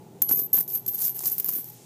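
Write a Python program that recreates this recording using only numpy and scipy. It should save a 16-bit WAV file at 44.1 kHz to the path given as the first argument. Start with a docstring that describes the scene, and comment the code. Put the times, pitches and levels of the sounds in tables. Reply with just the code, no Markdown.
"""Small coins are shaken from a paper roll onto a pile on carpet, close to the microphone.
Each clear contact is a bright tick of coloured noise with a soft, low thud.
A coin left free rings near 12 kHz, as a few fading sine waves, until it is touched.
Between the clear contacts the pile rattles densely, with many tiny noise ticks and short rings.
Under it lie the soft noise of the paper and a low room noise with wavering hums."""
import sys
import numpy as np
from scipy import signal
from scipy.fft import rfft, irfft
from scipy.io import wavfile
from scipy.ndimage import uniform_filter1d

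SR = 44100
rng = np.random.default_rng(int(sys.argv[2]) if len(sys.argv) > 2 else 0)


def pcm_store(signal):
    """Save signal as 16-bit PCM."""
    levels = np.round(np.clip(np.atleast_2d(signal), -1, 1) * 32767)
    wavfile.write(sys.argv[1], SR, levels.astype(np.int16).T)


N = 81585  # length in samples, 1.85 s

# Low room noise, its tone colour: pitch_hz, level_db (per Hz, relative)
ROOM_COLOUR = [(25, -66), (60, -34), (95, -18.5), (125, -9.5), (165, -1), (266, -9), (390, -4),
               (580, -15.5), (850, -13), (1100, -26), (1800, -33), (4000, -34.5), (9000, -57), (15300, -30),
               (15600, -67)]
ROOM_DB = -50  # rms at the start
ROOM_FADE_DB_PER_S = -3  # the room noise and hums sink slowly
# Wavering low tones: pitch_hz, width_hz, level_db (rms at the start)
HUMS = [(122.4, 14.3, -54.5), (156.3, 26, -55.5), (375.5, 56, -61.5), (844, 39, -63)]

# Smooth rustle of the paper roll: time_s, level_db (rms)
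RUSTLE_LEVEL = [(.1, -66), (.2, -64), (.27, -57), (0.301, -66), (1.55, -52.5), (1.63, -56), (1.85, -55)]
# Tone colour of the rustle: pitch_hz, level_db (per Hz, relative)
RUSTLE_COLOUR = [(800, -17.5), (2000, -11), (4500, -9.5), (6500, -3), (9000, -5.5), (13000, -10),
                 (15300, -13), (15600, -43)]

# Clear contacts, each part before its trim: start_s, tick_db, middle_db, knock_db, thud_db
CLINKS = [(0.2189, -6.5, -27.5, -43, -40), (0.2226, -3.5, -22.5, -43.5, -40.5),
          (0.2907, -26, -27, -49, -43), (0.2958, -34, -32.5, -40.5, -37.5), (0.3107, -14, -31, -30, -28),
          (0.3253, -5, -30.5, -59, -42), (0.3371, -31, -38, -53, -36), (0.356, -33, -61, -60, -48),
          (0.3741, -35, -37.5, -47.5, -41.5), (0.3922, -7.5, -50, -61, -36), (0.3969, -30, -37, -47, -38),
          (0.419, -30, -48, -63, -39), (0.436, -21, -57, -66, -58), (0.532, -21, -41, -46, -46),
          (0.5325, -27, -33, -40, -40), (0.5444, -30, -34, -47, -36), (0.5522, -9.5, -55, -42.5, -42),
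          (0.5673, -12.5, -28, -41, -41), (0.5772, -30, -49, -38, -38), (0.5841, -19, -36.5, -38, -38.5),
          (0.606, -6, -37, -41, -43.5), (0.6784, -26, -40, -69, -60), (0.7012, -23, -40.5, -63, -54),
          (0.7323, -23, -47, -58, -67), (0.7546, -14, -34.5, -59, -57), (0.7732, -23, -42, -64, -64),
          (0.8634, -19, -34.5, -64, -52), (0.8785, -18, -36, -60, -43.5), (0.9348, -23, -49, -55, -49),
          (0.9467, -15, -42, -61, -49), (0.9793, -26, -59, -57, -57), (1.004, -15, -40, -47.5, -57),
          (1.0233, -17, -33, -48, -66), (1.0377, -25, -34, -56, -44), (1.0496, -12, -46, -58, -49),
          (1.0623, -22, -30, -57, -56), (1.08, -10, -51, -54, -57), (1.094, -11.5, -46, -62, -52),
          (1.1548, -33, -60, -63, -58), (1.1667, -22, -50, -50, -48), (1.1917, -28, -25.5, -48, -48),
          (1.2075, -24, -45, -45, -54), (1.2351, -20, -37, -42, -45), (1.2476, -31, -41, -47.5, -56),
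          (1.2571, -12, -25, -42, -58), (1.2658, -13, -33, -46, -44.5), (1.28, -5.5, -46, -57, -44.5),
          (1.3131, -20, -47, -57, -45.5), (1.3198, -15, -54, -53, -51), (1.3817, -10.5, -45, -55, -48),
          (1.3993, -6, -47, -47, -42), (1.4269, -24, -46, -57, -54), (1.4445, -8, -40, -57, -44),
          (1.4612, -9, -53, -60, -48), (1.4855, -13, -36, -55, -37), (1.4903, -4, -35, -44.5, -48),
          (1.5274, -28, -52, -50, -46), (1.5359, -13, -35, -49, -44), (1.556, -19, -46, -60, -48),
          (1.5651, -20.5, -50, -65, -40), (1.5859, -23, -53, -49, -38.5), (1.5987, -32, -56, -63, -55),
          (1.6438, -24, -45, -63, -63.5), (1.689, -40, -54, -63, -67), (1.743, -46, -58, -69, -57)]
# Tone colour of the bright tick: pitch_hz, level_db (per Hz, relative)
TICK_COLOUR = [(4000, -28.5), (7500, -22), (9000, -15), (11500, -8), (12600, 1.5), (14500, -0.5),
               (15300, 0.5), (15550, -39), (16400, -41)]
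# Tone colour of the middle of a tick: pitch_hz, level_db (per Hz, relative)
MIDDLE_COLOUR = [(800, -34.5), (2000, -22), (3500, -14.5), (5000, -4), (6800, -0.5), (9000, -2.5),
                 (12000, 2.5), (15000, -13), (15600, -78)]
# Tone colour of the lower knock: pitch_hz, level_db (per Hz, relative)
KNOCK_COLOUR = [(300, -22), (700, 7), (1200, 1), (2500, -5.5), (5000, -21), (10000, -39)]
# T60 is the time a sound takes to fall by 60 dB
TICK_T60_S, MIDDLE_T60_S, KNOCK_T60_S, THUD_T60_S = 0.018, 0.0048, 0.0089, 0.022
SNAP_DB = 8.5  # the first instant of a contact over the burst that follows
THUD_HZ = 327  # each thud is tuned around this
LOW_CUT_HZ = 132  # the microphone loses the deepest part of a thud

# Coins left free to ring: start_s, level_db (rms of the main tone), free_s, t60_s
RINGS = [(.219, -18, 0.12, 0.12), (.224, -28, 0.098, 0.7), (.292, -19, .005, .1), (.297, -28, 0.011, 0.36),
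         (.313, -20, 0.041, .5), (.315, -27, 0.025, 0.34), (.330, -25.5, 0.031, 0.41),
         (.357, -26, 0.113, 0.74), (.375, -30.5, 0.026, .3), (.394, -27, 0.054, 0.22),
         (.436, -33, 0.046, 0.092), (.46, -45.5, 0.08, 0.29), (.531, -17.5, 0.019, 0.56),
         (0.53, -23, 0.02, 0.59), (.555, -22, 0.0083, 0.36), (.568, -31, .014, .3),
         (.584, -17, 0.007, 0.14), (.584, -25, 0.0095, 0.16), (.607, -37, 0.061, 0.36),
         (.68, -35, 0.041, 0.74), (.732, -27.5, 0.051, .5), (.732, -34.5, 0.069, 0.64),
         (.775, -45.5, 0.094, 0.47), (.864, -42, .016, 0.38), (.881, -28, 0.08, .4),
         (.935, -36.5, 0.039, 0.27), (.945, -28, 0.014, 0.22), (1.003, -33, .01, 0.18),
         (1.02, -36, 0.027, .5), (1.05, -29.5, 0.022, .5), (1.095, -29.5, .05, 0.14),
         (1.155, -37, 0.016, .4), (1.235, -48, 0.035, .4), (1.267, -24, 0.016, .4),
         (1.314, -28, 0.041, 0.24), (1.318, -25, 0.017, 0.18), (1.405, -50, 0.059, .3),
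         (1.455, -38, .028, 0.35), (1.492, -40, .04, 0.25), (1.536, -31.5, .035, .4), (1.57, -48, .03, .4),
         (1.6, -41, 0.063, 0.48), (1.65, -50, .06, 0.36), (1.72, -50.5, 0.031, 0.38)]
# Main tone of each ring, in the same order: pitch_hz
RING_HZ = [12364, 11788, 11785, 12150, 12258, 12370, 11786, 12150, 12290, 12380, 12160, 12212, 12378, 12112,
           12399, 12490, 12455, 12307, 12283, 12283, 12442, 12272, 12241, 12451, 12339, 11536, 12594, 10357,
           12442, 12248, 12428, 12411, 12537, 12510, 12100, 12754, 12139, 12105, 12466, 12058, 12154, 12451,
           12066, 12128]
# Tones in one coin; the bending tone is a close pair: pitch_ratio, level_db, decay_speed (times the ring's)
COIN_MODES = [(1, 0, 1), (.991, -9, 1), (.545, -22, 5)]
TOUCH_T60_S = 0.0079  # extra decay once the coin is touched
FLUTTER_DB, FLUTTER_S = 2, .004  # a tumbling coin turns its faces to and from the microphone

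# One list per spill of coins, levels before the trims:
# time_s, treble_db (rms), middle_db (rms), ring_db (short rings, relative to the treble)
RATTLE = [
    [(0.29, -40, -42, 1), (0.31, -34, -42, -12), (0.368, -42, -59, -8), (0.39, -35, -38.5, 3),
     (0.45, -44, -57, -3), (0.48, -64, -68, -5)],
    [(0.531, -42, -51, 11), (0.549, -30, -42, 10), (0.603, -30.5, -48, -5), (0.609, -27.5, -42, -9),
     (0.671, -65, -71, 0), (0.676, -51, -67, 4)],
    [(0.678, -37, -46, -11), (0.744, -40.5, -49, 1), (0.754, -32, -41.5, 8), (0.794, -43.5, -66, -21),
     (0.856, -86, -86, 15), (0.858, -47.5, -65, -3)],
    [(0.862, -43, -52, 14), (0.872, -55, -64, 14), (0.884, -30.5, -37, -14), (0.912, -45.5, -58, -3),
     (0.94, -46.5, -47.5, -8), (0.998, -37.5, -42.5, 7.5)],
    [(1.0, -31.5, -42, 1), (1.006, -31.5, -35, -3), (1.062, -27.5, -31, -6), (1.142, -53, -61, 1),
     (1.15, -39, -52, 5)],
    [(1.153, -37.5, -57, -7), (1.197, -38.5, -38.5, -20), (1.225, -38, -43, -10), (1.261, -31, -32, -1.5),
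     (1.375, -44, -51.5, -5), (1.378, -37, -45, 1)],
    [(1.381, -28, -34, -17), (1.395, -39, -51, -17), (1.401, -21.5, -36, -28), (1.419, -48, -49, -11),
     (1.439, -47, -61, 1), (1.442, -42, -51, -3)],
    [(1.444, -39, -52.5, 5), (1.476, -36.5, -47, -1), (1.488, -34, -37.5, 5), (1.504, -33, -40.5, -3),
     (1.594, -37, -57, 1), (1.62, -46, -60, 4)],
    [(1.622, -47, -53, -3), (1.634, -54, -64, -4), (1.644, -50.5, -55.5, 0.5), (1.702, -45.5, -51, 4),
     (1.712, -61, -64, -8), (1.78, -60, -74, -6)],
]
RATTLE_PER_S, RATTLE_SPREAD_DB, RATTLE_T60_S = 3000, 2.5, .005
PILE_HZ, PILE_SPREAD_HZ, PILE_T60_S = 12350, 230, 0.027

EDGE_HZ = 16500  # band limit of the recorder
ROLL_OFF_HZ, ROLL_OFF_DB = 15480, -18  # the sound is this much weaker from here to the edge


def amp(db):
    """Turn decibels into a plain multiplier."""
    return 10 ** (np.asarray(db) / 20)


def evened(x):
    """Scale to an rms of one."""
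    return x / np.sqrt(np.mean(x ** 2) + 1e-20)


def read(points, hz):
    """Read a tone colour at any pitch, with pitch on a log scale."""
    f, value = np.transpose(points)
    return np.interp(np.log(hz + 1), np.log(f + 1), value)


def add(mix, s, sound):
    """Add a sound into the mix, starting at s seconds."""
    part = mix[max(round(s * SR), 0):][:len(sound)]
    part += sound[:len(part)]


def colour(x, points):
    """Filter with the given tone colour and unit energy, with no sound ahead of its cause."""
    hz = abs(np.fft.fftfreq(4096, 1 / SR))
    log_gain = np.log(amp(np.maximum(read(points, hz), -100)))
    # minimum phase: the filter answers as early as it can
    taps = np.fft.ifft(np.exp(np.conj(signal.hilbert(log_gain)))).real[:2048]
    return signal.oaconvolve(x, taps / np.linalg.norm(taps))[:N]


def dying(t60, size=1200):
    """A smooth fade, size samples long, that falls 60 dB in t60 seconds."""
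    return amp(-60 * np.arange(size) / SR / t60)


def room():
    """Low room noise with wavering hums; each hum is noise squeezed into a narrow band."""
    hz = np.fft.rfftfreq(N, 1 / SR)
    noise = irfft(rfft(rng.standard_normal(N)) * amp(read(ROOM_COLOUR, hz)), N)
    out = amp(ROOM_DB) * evened(noise)
    for hum_hz, width, db in HUMS:
        band = 1 / (1 + (2 * (hz - hum_hz) / width) ** 2)
        out += amp(db) * evened(irfft(rfft(rng.standard_normal(N)) * band, N))
    return out * amp(ROOM_FADE_DB_PER_S * np.arange(N) / SR)


def rustle():
    """Soft, smooth noise of the paper in the hand, slowly swelling and sinking."""
    level_db = np.interp(np.arange(N) / SR, *np.transpose(RUSTLE_LEVEL))
    return colour(rng.standard_normal(N) * amp(level_db), RUSTLE_COLOUR)


def clinks():
    """Each contact snaps, then bursts in three colours of noise; the carpet adds a damped low thud."""
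    noise = rng.standard_normal((len(CLINKS), 3, 1200))
    noise[:, :, 0] = amp(SNAP_DB)
    pitches = rng.uniform(0.71, 1.416, len(CLINKS))
    t = np.arange(1200) / SR
    tick, middle, knock, thud = np.zeros((4, N))
    for (s, tick_db, middle_db, knock_db, thud_db), burst, pitch in zip(CLINKS, noise, pitches):
        # the fixed dB numbers trim the balance of the four parts
        add(tick, s, amp(tick_db - 9.5) * dying(TICK_T60_S) * burst[0])
        add(middle, s, amp(middle_db + 6.0) * dying(MIDDLE_T60_S) * burst[1])
        add(knock, s, amp(knock_db + 3.5) * dying(KNOCK_T60_S) * burst[2])
        tone = np.sin(2 * np.pi * THUD_HZ * pitch * t)
        add(thud, s, amp(thud_db + 6.0) * dying(THUD_T60_S) * tone)
    thud = signal.sosfilt(signal.butter(4, LOW_CUT_HZ, "high", fs=SR, output="sos"), thud)
    return colour(tick, TICK_COLOUR) + colour(middle, MIDDLE_COLOUR) + colour(knock, KNOCK_COLOUR) + thud


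def rings():
    """A free coin sounds its own tones, which fade and flutter until a touch damps them."""
    out = np.zeros(N)
    phases = rng.random((len(RINGS), len(COIN_MODES)))
    width = round(FLUTTER_S * SR)
    sways = rng.standard_normal((len(RINGS), 8000))
    sways = evened(uniform_filter1d(uniform_filter1d(sways, width), width))  # slow, smooth wander
    for (s, level_db, free_s, t60), hz, phase, sway in zip(RINGS, RING_HZ, phases, sways):
        t = np.arange(0, free_s + TOUCH_T60_S, 1 / SR)[:len(sway)]
        modes = np.zeros(len(t))
        for (ratio, db, speed), start in zip(COIN_MODES, phase):
            modes += amp(db - 60 * speed * t / t60) * np.sin(2 * np.pi * (hz * ratio * t + start))
        touch_db = -60 * np.maximum(t - free_s, 0) / TOUCH_T60_S
        gain = amp(level_db + FLUTTER_DB * sway[:len(t)] + touch_db)
        add(out, s, np.sqrt(2) * gain * modes)  # sqrt(2) turns rms into peak
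    return out


def rattle(count=12):
    """Dense small contacts of uneven size: tiny ticks, and short rings of count coins in the pile."""
    treble, middle, ring = np.zeros((3, N))
    for spill in RATTLE:
        s, treble_db, middle_db, ring_db = np.transpose(spill)
        times = np.arange(s[0], s[-1], 1 / SR)
        for gain, db in ((treble, treble_db), (middle, middle_db), (ring, treble_db + ring_db)):
            add(gain, s[0], amp(np.interp(times, s, db)))
    sizes = amp(RATTLE_SPREAD_DB * np.minimum(rng.exponential(1, N), 4))
    hits = sizes * (rng.random(N) < RATTLE_PER_S / SR)  # random moments
    fades = signal.oaconvolve(hits, dying(RATTLE_T60_S))[:N]
    puffs = evened(fades * rng.standard_normal((2, N)))
    coin = rng.integers(0, count, N)  # which coin each hit strikes
    t, pile = np.arange(2400) / SR, np.zeros(N)
    for k, offset in enumerate(np.linspace(-1.5, 1.5, count)):
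        pitch_hz = PILE_HZ + PILE_SPREAD_HZ * offset
        tone = dying(PILE_T60_S, size=2400) * np.sin(2 * np.pi * pitch_hz * t)
        pile += signal.oaconvolve(hits * ring * (coin == k), tone / np.linalg.norm(tone))[:N]
    # the fixed dB numbers trim the balance
    bright_ticks = amp(3.0) * colour(puffs[0] * treble, TICK_COLOUR)
    middle_ticks = amp(-1.5) * colour(puffs[1] * middle, MIDDLE_COLOUR)
    return bright_ticks + middle_ticks + pile / np.sqrt(np.mean(hits ** 2))


def scene():
    """Mix all layers into one channel."""
    return (room() + rustle() + clinks() + rings() + rattle())[None]


def record(dry):
    """The very top is dulled; then comes the band limit of the recorder."""
    inner, outer = (signal.firwin(511, hz, window=("kaiser", 9), fs=SR) for hz in (ROLL_OFF_HZ, EDGE_HZ))
    taps = inner + amp(ROLL_OFF_DB) * (outer - inner)
    return signal.oaconvolve(dry, taps[None], "same")


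dry = scene()
out = record(dry)
pcm_store(out)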